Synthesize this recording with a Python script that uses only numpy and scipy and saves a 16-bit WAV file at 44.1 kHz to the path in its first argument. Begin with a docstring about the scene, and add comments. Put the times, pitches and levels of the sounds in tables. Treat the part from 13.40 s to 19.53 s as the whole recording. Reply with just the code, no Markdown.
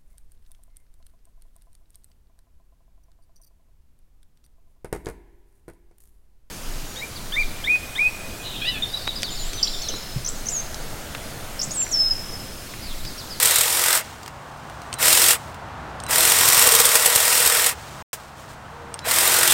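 """A cordless hedge trimmer close to the microphone, in a leafy shrub by a wooden fence, traffic far off.
It opens biting twigs, its steel blades clacking at each reversal and rasping in between. Twigs snap in
the pause, the trigger clicks and a short burst follows. The third burst goes deep: the blades slow and
knock hard. Leaves rustle, the sound drops out for a tenth of a second, and the traffic swells as the
gain control recovers. Last, the trigger clicks again for a light fourth burst."""
import sys
import numpy as np
from scipy import signal
from scipy.fft import rfft, irfft, next_fast_len
from scipy.io import wavfile
from scipy.ndimage import uniform_filter1d

SR = 44100
rng = np.random.default_rng(int(sys.argv[2]) if len(sys.argv) > 2 else 0)


def to_wav(sig):
    """Store sig (one row per channel, or 1-D mono) as 16-bit WAV at the path in sys.argv[1].

    Samples outside -1..1 are clipped; the rate is SR.
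    """
    pcm = np.clip(np.atleast_2d(sig), -1, 1) * 32767
    pcm = np.round(pcm).astype(np.int16)
    wavfile.write(sys.argv[1], SR, pcm.T)  # frames by channels


N = 270333
T = np.arange(N) / SR

# Levels in the tables are relative, ahead of the mix and the gain control.
# Trigger held. Each row: on and off in seconds, blade level in dB, housing level in dB.
BURSTS = [(-.1, 0.566, -11, -19.5), (1.58, 1.917, -10, -20.5), (2.676, 4.285, -14, -22.5),
          (5.637, 6.204, -14, -21)]
# How deep the blades sit in the shrub. Each row: time in seconds, load from 0 to 1.
BLADE_LOAD = [(0, 0.39), (.27, 0.34), (.5, 0.12), (2.75, .05), (3.05, 0.21), (3.3, 0.67), (3.55, .85),
              (3.9, .68), (4.25, .55), (4.4, 0.2), (6.13, 0.06)]
# The trimmer swings in and out of the foliage. Each row: time in seconds, level at the microphone in dB.
SWING = [(0, 2), (.3, -1.5), (.52, 1), (1.62, 0), (1.8, 0.5), (2.75, -1), (3.05, -.5), (3.3, 1.5),
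         (3.6, 1.5), (3.95, 3.5), (4.28, 0), (5.7, 1), (6.05, -0.5)]
# The crank's play closing. Each row: place in the stroke and strength, both from 0 to 1.
STROKE_CONTACTS = [(0.0, .7), (.07, .6), (.2, .25), (.39, .2), (.66, .2)]
# Blows close by. Each row: start in seconds, level in dB.
TWIG_BITES = [(0.028, 14), (0.055, 13.5), (.08, 4), (.1074, 9.5), (0.157, 11), (.183, 9), (.2085, 11.5),
              (1.727, 7), (3.0848, 7), (3.1302, 4.5), (3.1748, 5), (3.2223, 8), (3.271, 11), (3.3188, 10.5),
              (3.3492, 11.5), (3.3999, 12), (3.4518, 12.5), (3.5529, 13.5), (3.6581, 15.5), (3.7572, 14),
              (4.059, 9.5), (4.2612, 7), (6.107, 2.5)]  # teeth going through thick twigs
BLADE_CLACKS = [(1.586, -20), (2.708, -8), (3.398, 6), (3.555, 8), (4.708, 11)]  # blades taking up play or breaking free
TWIG_SNAPS = [(0.831, -23), (0.8605, -20.5), (0.8782, -17), (1.2979, -28), (1.417, -27), (2.144, -29),
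              (4.48, -31), (4.999, -33)]  # idle blades brushing past twigs
# Blades pressed at an angle. Each row: two edges in seconds (either order), pitch and width in Hz,
# level in dB.
BLADE_SQUEALS = [(0.0, 0.253, 3800, 910, -20.5), (0.6, 0.45, 1440, 800, -19.5),
                 (3.5, 2.87, 5600, 750, -27.5), (3, 3.75, 1110, 220, -26.5), (4.5, 3.05, 488, 50, -40.5),
                 (4, 4.3, 470.5, 49, -40), (4, 4.25, 1640, 930, -23.5), (5.88, 6.13, 1450, 350, -27.5),
                 (6.07, 6.13, 3300, 900, -23)]
# The bar after a jolt. Each row: start in seconds, pitch in Hz, level in dB, decay in seconds.
BAR_PINGS = [(1.945, 10700, -40, .022), (1.945, 7950, -31, 0.021), (3.447, 3510, -5, 0.0045),
             (5.672, 680, -15, 0.0069)]
# Trigger and safety catch. Each row: start in seconds, click level in dB, spring level in dB.
TRIGGER_CLICKS = [(1.5284, -9.5, -30), (1.5392, -11, -18), (2.6012, -15, -54), (2.6363, -21.5, -29),
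                  (2.665, -17.5, -33), (5.5412, -13, -23), (5.5909, -13, -38)]
# Branches brushed or springing back. Each row: middle and half length in seconds, level in dB.
LEAF_SWELLS = [(.63, 0.14, -39.5), (0.857, 0.059, -55), (1.252, 0.65, -54), (2.017, .12, -49.5),
               (4.41, .22, -43.5), (4.772, 0.15, -46), (5.01, 0.042, -46.5), (5.11, 0.036, -46.5),
               (5.3, 0.52, -58)]
# A faint tone far off. Each row: start and end in seconds, pitch in Hz, level in dB.
DISTANT_TONE = [(5.3, 5.6, 469, -43.5)]
# Resonances of the trimmer's parts. Each row: pitch in Hz, width in Hz, gain in dB.
HOUSING_RESONANCES = [(372, 27, -2), (490, 45, 1), (637, 37, -6.5), (952, 44, -4.5), (1200, 70, -3),
                      (1394, 82, -7), (1430, 180, -12), (1915, 250, -2.5), (2570, 167, 4)]
BAR_RESONANCES = [(468, 32, 0), (515, 40, -2), (1170, 110, -12), (1900, 200, -14)]
SPRING_RESONANCES = [(8550, 200, -7), (8430, 200, -2), (8660, 260, -5), (5840, 160, -12)]
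# Spectra of the sources, near to far. Each row: frequency in Hz, level in dB.
STEEL_SPECTRUM = [(1470, -23), (2500, -5), (3680, -2.5), (4490, -3.5), (5490, -1), (6160, -5), (7830, 1),
                  (8660, 2.5), (10000, -3.5), (13800, -3), (15200, -5.5), (15800, -10)]
HOUSING_SPECTRUM = [(100, -32), (250, -14.5), (340, -11.5), (450, -4.5), (560, -0.5), (850, 0), (1200, 0),
                    (1650, 0.5), (2100, 1), (2600, -6), (3400, -6.5), (8000, -39)]
BITE_SPECTRUM = [(150, -10), (350, -15), (500, -26.5), (750, -8), (1100, -7), (2500, -5.5), (4000, -3),
                 (6300, -4), (8200, 6), (10200, -2.5), (12800, 1.5), (16000, -12.5)]
CLACK_SPECTRUM = [(100, -32), (250, -14), (500, -3), (2000, -2.5), (4000, -5.5), (6500, -3.5), (8300, -0.5),
                  (10500, -6), (16000, -5)]
PLASTIC_SPECTRUM = [(400, -36), (1500, -3), (3500, 6), (6000, 2.5), (9000, 0.5), (11000, -12), (16000, -20)]
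LEAF_SPECTRUM = [(700, 0), (2000, 0), (4500, -4), (8500, -5.5), (11000, -14), (16000, -13.5)]
TRAFFIC_SPECTRUM = [(100, -13.5), (280, -8.5), (470, -6), (750, 1.5), (1050, 0), (1500, -4), (2300, -14),
                    (4000, -21), (8000, -31), (16000, -47.5)]
RUMBLE_SPECTRUM = [(15, -18), (25, -11), (42, -16.5), (64, 1), (110, -3), (150, -7), (260, -10), (500, -22),
                   (2000, -54.5)]

FREE_STROKES_PER_S, GEAR_RATIO = 44.8, 8
SPIN_UP_S, BRAKE_S = .04, .065  # time constant of the start; time to a standstill
LOAD_SAG = .22  # share of the speed lost at full load
STEEL_SPEED_POWER, HOUSING_SPEED_POWER = 1.77, 0.93  # amplitude grows with these powers of the spin
STEEL_LOAD_DB, HOUSING_LOAD_DB = 4, 5  # boost at full load
NIP_CHANCE, NIP_DB, NIP_SPREAD_DB = .5, -1, 1.3  # thin twigs; the chance is per stroke at full load
WHISTLE_HZ, WHISTLE_DB, WHISTLE_LEAD_S, WHISTLE_S = 3980, -42, .02, .055
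STIR_DB = -64  # the leaves are never quite still
LIMIT_DB, LIMIT_SHARE = -12.5, 0.76  # gain control: threshold, share of the excess taken off
DETECTOR_S, RECOVER_DB_PER_S, FIRST_CUT_DB = .008, 5, 10.5
DROPOUT_FROM_S, DROPOUT_TO_S, CUTOFF_HZ = 4.625, 4.731, 15850


def trimmer(steel_db, housing_db, modes_db, bar_db, hum_db, housing_pulse):
    """Close up, teeth chatter under the stroke force; blades, housing and blade bar radiate it."""
    spins, speed, load = motor()
    _, _, burst_steel_db, burst_housing_db = np.transpose(BURSTS)
    steel_level = from_db(burst_steel_db) @ spins ** STEEL_SPEED_POWER
    steel_level *= from_db(STEEL_LOAD_DB * load)
    housing_level = from_db(burst_housing_db) @ spins ** HOUSING_SPEED_POWER
    housing_level *= from_db(HOUSING_LOAD_DB * load)
    strokes = np.cumsum(speed) / SR
    force = stroke_force(strokes, load, clack_s=0.0029, slide=0.48, uneven_db=2.9, load_db=-1.5)
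    steel = steel_level * colour(force * grains(per_s=20000, spread_db=1.25), STEEL_SPECTRUM)
    shake = force ** housing_pulse * grains(per_s=6000, spread_db=0.5)
    ring = from_db(modes_db) * resonate(shake, HOUSING_RESONANCES)
    housing = housing_level * rms_one(colour(shake + ring, HOUSING_SPECTRUM))
    # twigs between the teeth bend the bar and make it drone
    bar = housing_level * load ** 2 * rms_one(blade_bar(force * grains(per_s=4300, spread_db=-4.5)))
    # the free-running rotor hums once per turn; cutting smothers it
    rotor_angle = 2 * np.pi * GEAR_RATIO * strokes
    hum_level = housing_level * (1 - load) ** 2 * (speed / speed.max()) ** 4
    hum = hum_level * from_db(2 * drift(40)) * np.sin(rotor_angle + .5 * drift(35))
    machine = from_db(steel_db) * steel + from_db(housing_db) * housing
    machine += from_db(bar_db) * bar + from_db(hum_db) * hum
    return from_db(in_time(SWING)) * machine


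def motor():
    """Each burst's spin (0-1) climbs on the trigger and brakes on release; load slows the strokes."""
    load = np.clip(in_time(BLADE_LOAD), 0, 1)
    spins = []
    for on, off, *_ in BURSTS:
        climb = 1 - np.exp(-np.maximum(T - on, 0) / SPIN_UP_S)
        brake = np.clip(1 - (T - off) / BRAKE_S, 0, 1)
        spins.append(climb * brake)
    speed = FREE_STROKES_PER_S * sum(spins) * (1 - LOAD_SAG * load ** 2)
    return np.array(spins), speed, load


def stroke_force(strokes, load, clack_s, slide, uneven_db, load_db):
    """The crank's play closes near the same places in each stroke, over steady sliding friction."""
    clicks = np.zeros(N)
    numbers = np.arange(int(strokes[-1]) + 1)
    for place, strength in STROKE_CONTACTS:
        jitter, size = rng.standard_normal((400, 2))[:len(numbers)].T
        at = np.searchsorted(strokes, numbers + place + .02 * jitter).clip(0, N - 1)
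        clicks[at] += strength * from_db(uneven_db * size + load_db * load[at])
    force = np.hypot(slide, fade(clicks, clack_s))
    return force / np.sqrt(uniform_filter1d(force ** 2, SR // 12))


def blade_bar(force):
    """The long bar rings in its modes and radiates little below them."""
    low_cut = signal.butter(4, 400, "high", fs=SR, output="sos")
    return signal.sosfilt(low_cut, resonate(force, BAR_RESONANCES))


def bites(bite_db, thud_db, clack_db):
    """Teeth jam on twigs and give way with a crunch that knocks the bar; the blades clack free."""
    _, speed, load = motor()
    reversals = np.flatnonzero(np.diff(np.floor(np.cumsum(speed) / SR)))
    # under load, any fast stroke may nip a thin twig
    draws, sizes = rng.random(400), rng.standard_normal(400)
    chance = NIP_CHANCE * load * (speed > FREE_STROKES_PER_S * 3 / 4)
    nips = [(T[i], NIP_DB + NIP_SPREAD_DB * size)
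            for i, draw, size in zip(reversals, draws, sizes) if draw < chance[i]]
    crunch = from_db(bite_db) * blows(nips + TWIG_BITES, rise_s=0.0014, decay_s=0.0048)
    thud = from_db(thud_db) * blade_bar(crunch * load)
    clack = from_db(clack_db) * blows(BLADE_CLACKS, rise_s=0.00016, decay_s=0.012)
    return colour(crunch, BITE_SPECTRUM) + thud + colour(clack, CLACK_SPECTRUM)


def squeals():
    """While the blades run, friction chatter caught in one resonance swells and fades."""
    spins, _, _ = motor()
    out = np.zeros(N)
    for start, end, hz, width, db in BLADE_SQUEALS:
        mode = [(hz, width, 0)]
        chatter = resonate(resonate(rng.standard_normal(N), mode), mode)
        out += from_db(db) * swell(start, end) * rms_one(chatter)
    return out * spins.sum(0) ** 2


def pings():
    """After a jolt the steel bar rings on in single damped modes."""
    out = np.zeros(N)
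    for start, hz, db, decay_s in BAR_PINGS:
        age = np.maximum(T - start, 0)
        out += from_db(db) * np.exp(-age / decay_s) * np.sin(2 * np.pi * hz * age)
    return out


def whistle():
    """The motor gives a short high tone as it gets going."""
    starts = [on - WHISTLE_LEAD_S for on, *_ in BURSTS]
    return tones([(start, start + WHISTLE_S, WHISTLE_HZ, WHISTLE_DB) for start in starts])


def trigger(click_db, spring_db):
    """At the handle, plastic parts click home and the switch spring rings."""
    click = colour(blows(TRIGGER_CLICKS, rise_s=.0001, decay_s=0.0018), PLASTIC_SPECTRUM)
    pluck = blows([(s, ring_db) for s, _, ring_db in TRIGGER_CLICKS], rise_s=.0001, decay_s=0.002)
    return from_db(click_db) * click + from_db(spring_db) * resonate(pluck, SPRING_RESONANCES)


def shrub(rustle_db, snap_db, flutter_db):
    """Near the microphone, leaves brush each other in swells and thin twigs snap."""
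    swells = sum(from_db(db) * np.exp(-((T - s) / half) ** 2) for s, half, db in LEAF_SWELLS)
    stir = (from_db(STIR_DB) + swells) * from_db(rustle_db + flutter_db * drift(65))
    rustle = stir * grains(per_s=5100, spread_db=-5.0)
    snaps = from_db(snap_db) * blows(TWIG_SNAPS, rise_s=0.00041, decay_s=0.0024)
    return colour(rustle + snaps, LEAF_SPECTRUM)


def yard(near, fence_s, fence_db, scatter_db, t60_s):
    """The fence, a few metres off, adds one echo; ground and foliage scatter a short tail."""
    t = T[:SR // 2]
    tail = rng.standard_normal(len(t)) * from_db(-60 * t / t60_s) * (t > .002)
    tail = signal.sosfilt(signal.butter(1, 7000, fs=SR, output="sos"), tail)
    response = from_db(scatter_db) * tail / np.linalg.norm(tail)
    response[round(fence_s * SR)] += from_db(fence_db)
    return near + signal.fftconvolve(near, response)[:N]


def neighbourhood(traffic_db, rumble_db, hum_db, hum_hz):
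    """Far off: steady traffic, a low rumble, a wavering machine hum and one brief tone."""
    traffic = from_db(traffic_db) * colour(rng.standard_normal(N), TRAFFIC_SPECTRUM)
    rumble = from_db(rumble_db) * colour(rng.standard_normal(N), RUMBLE_SPECTRUM)
    hum = from_db(hum_db) * np.sin(2 * np.pi * hum_hz * T + drift(6))
    return traffic + rumble + hum + tones(DISTANT_TONE)


def from_db(db):
    """Decibels to gain."""
    return 10 ** (np.asarray(db) / 20)


def rms_one(x):
    """Scale to unit rms."""
    return x / np.sqrt(np.mean(x ** 2) + 1e-20)


def in_time(rows):
    """A curve of (seconds, value) points at every sample."""
    return np.interp(T, *np.transpose(rows))


def drift(per_s):
    """A random wander with a spread of 1."""
    return np.interp(T * per_s, np.arange(4000), rng.standard_normal(4000)) / np.sqrt(2 / 3)


def swell(start, end):
    """A rounded rise and fall between two times."""
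    return np.sin(np.pi * np.clip((T - start) / (end - start), 0, 1)).clip(0) ** .5


def tones(rows):
    """Slightly wavering tones that swell and fade."""
    out = np.zeros(N)
    for start, end, hz, db in rows:
        phase = 2 * np.pi * hz * T + .5 * drift(49)
        out += np.sqrt(2) * from_db(db) * swell(start, end) * np.sin(phase)
    return out


def colour(x, spectrum):
    """Minimum-phase filter with the given spectrum; white noise keeps its power."""
    size = next_fast_len(N + 8192, real=True) // 2 * 2
    hz, db = np.transpose(spectrum)
    bin_hz = np.arange(size // 2 + 1) * SR / size
    gain = rms_one(from_db(np.interp(np.log(bin_hz + 1), np.log(hz), db)))
    # folding the cepstrum keeps the ringing after each blow
    cepstrum = irfft(np.log(gain))
    cepstrum[1:size // 2] *= 2
    cepstrum[size // 2 + 1:] = 0
    return irfft(rfft(x, size) * np.exp(rfft(cepstrum)))[:N]


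def resonate(x, modes):
    """Parallel resonances, each with its own peak gain."""
    out = 0
    for hz, width, db in modes:
        radius = np.exp(-np.pi * width / SR)
        feedback = [1, -2 * radius * np.cos(2 * np.pi * hz / SR), radius ** 2]
        out += from_db(db) * (1 - radius ** 2) / 2 * signal.lfilter([1, 0, -1], feedback, x + 1e-18)
    return out


def fade(clicks, decay_s):
    """Every click leaves an exponential tail of its own height."""
    return signal.lfilter([1], [1, -np.exp(-1 / (decay_s * SR))], clicks + 1e-18)


def blows(rows, rise_s, decay_s):
    """Noise that swells quickly and dies away at each (seconds, dB)."""
    clicks = np.zeros(N)
    for start, db, *_ in rows:
        clicks[round(start * SR)] = from_db(db)
    return (fade(clicks, decay_s) - fade(clicks, rise_s)) * rng.standard_normal(N)


def grains(per_s, spread_db):
    """Tiny random impacts of uneven size."""
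    sizes = from_db(spread_db * np.minimum(rng.exponential(1, N), 4))
    signs = rng.choice([-1, 1], N)
    return rms_one(sizes * signs * (rng.random(N) < per_s / SR))


def gain_control(x):
    """Loud peaks turn the gain down at once; it creeps back up, so the background swells in pauses."""
    power = np.abs(uniform_filter1d(x[0] ** 2, size=round(DETECTOR_S * SR)))
    excess_db = np.maximum(10 * np.log10(power + 1e-12) - LIMIT_DB, 0)
    recovery_db = RECOVER_DB_PER_S * T
    held_db = np.maximum.accumulate(np.maximum(LIMIT_SHARE * excess_db + recovery_db, FIRST_CUT_DB))
    return x * from_db(-uniform_filter1d(held_db - recovery_db, size=88))


def scene():
    """One microphone in the yard: trimmer and shrub close by, the neighbourhood behind."""
    near = trimmer(steel_db=-1.98, housing_db=-1.36, modes_db=-4.5, bar_db=-11.5, hum_db=-15.5,
                   housing_pulse=0.77)
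    near += squeals() + whistle() + pings()
    near += bites(bite_db=-7.0, thud_db=9.0, clack_db=-9.5)
    near += trigger(click_db=-9.0, spring_db=16.5)
    near += shrub(rustle_db=4.0, snap_db=-1.0, flutter_db=0.5)
    garden = yard(near, fence_s=0.017, fence_db=-23.5, scatter_db=-15.0, t60_s=0.054)
    far = neighbourhood(traffic_db=-36.5, rumble_db=-41.0, hum_db=-45.5, hum_hz=143.1)
    return (garden + far)[None]


def record(dry):
    """After the microphone: gain control, one brief dropout, rounded peaks and a steep top cut."""
    live = (T < DROPOUT_FROM_S) | (T > DROPOUT_TO_S)
    rounded = 1.384 * np.tanh(gain_control(dry) * live / 1.217)
    return signal.sosfilt(signal.ellip(12, .1, 80, CUTOFF_HZ, fs=SR, output="sos"), rounded)


dry = scene()
out = record(dry)
to_wav(out)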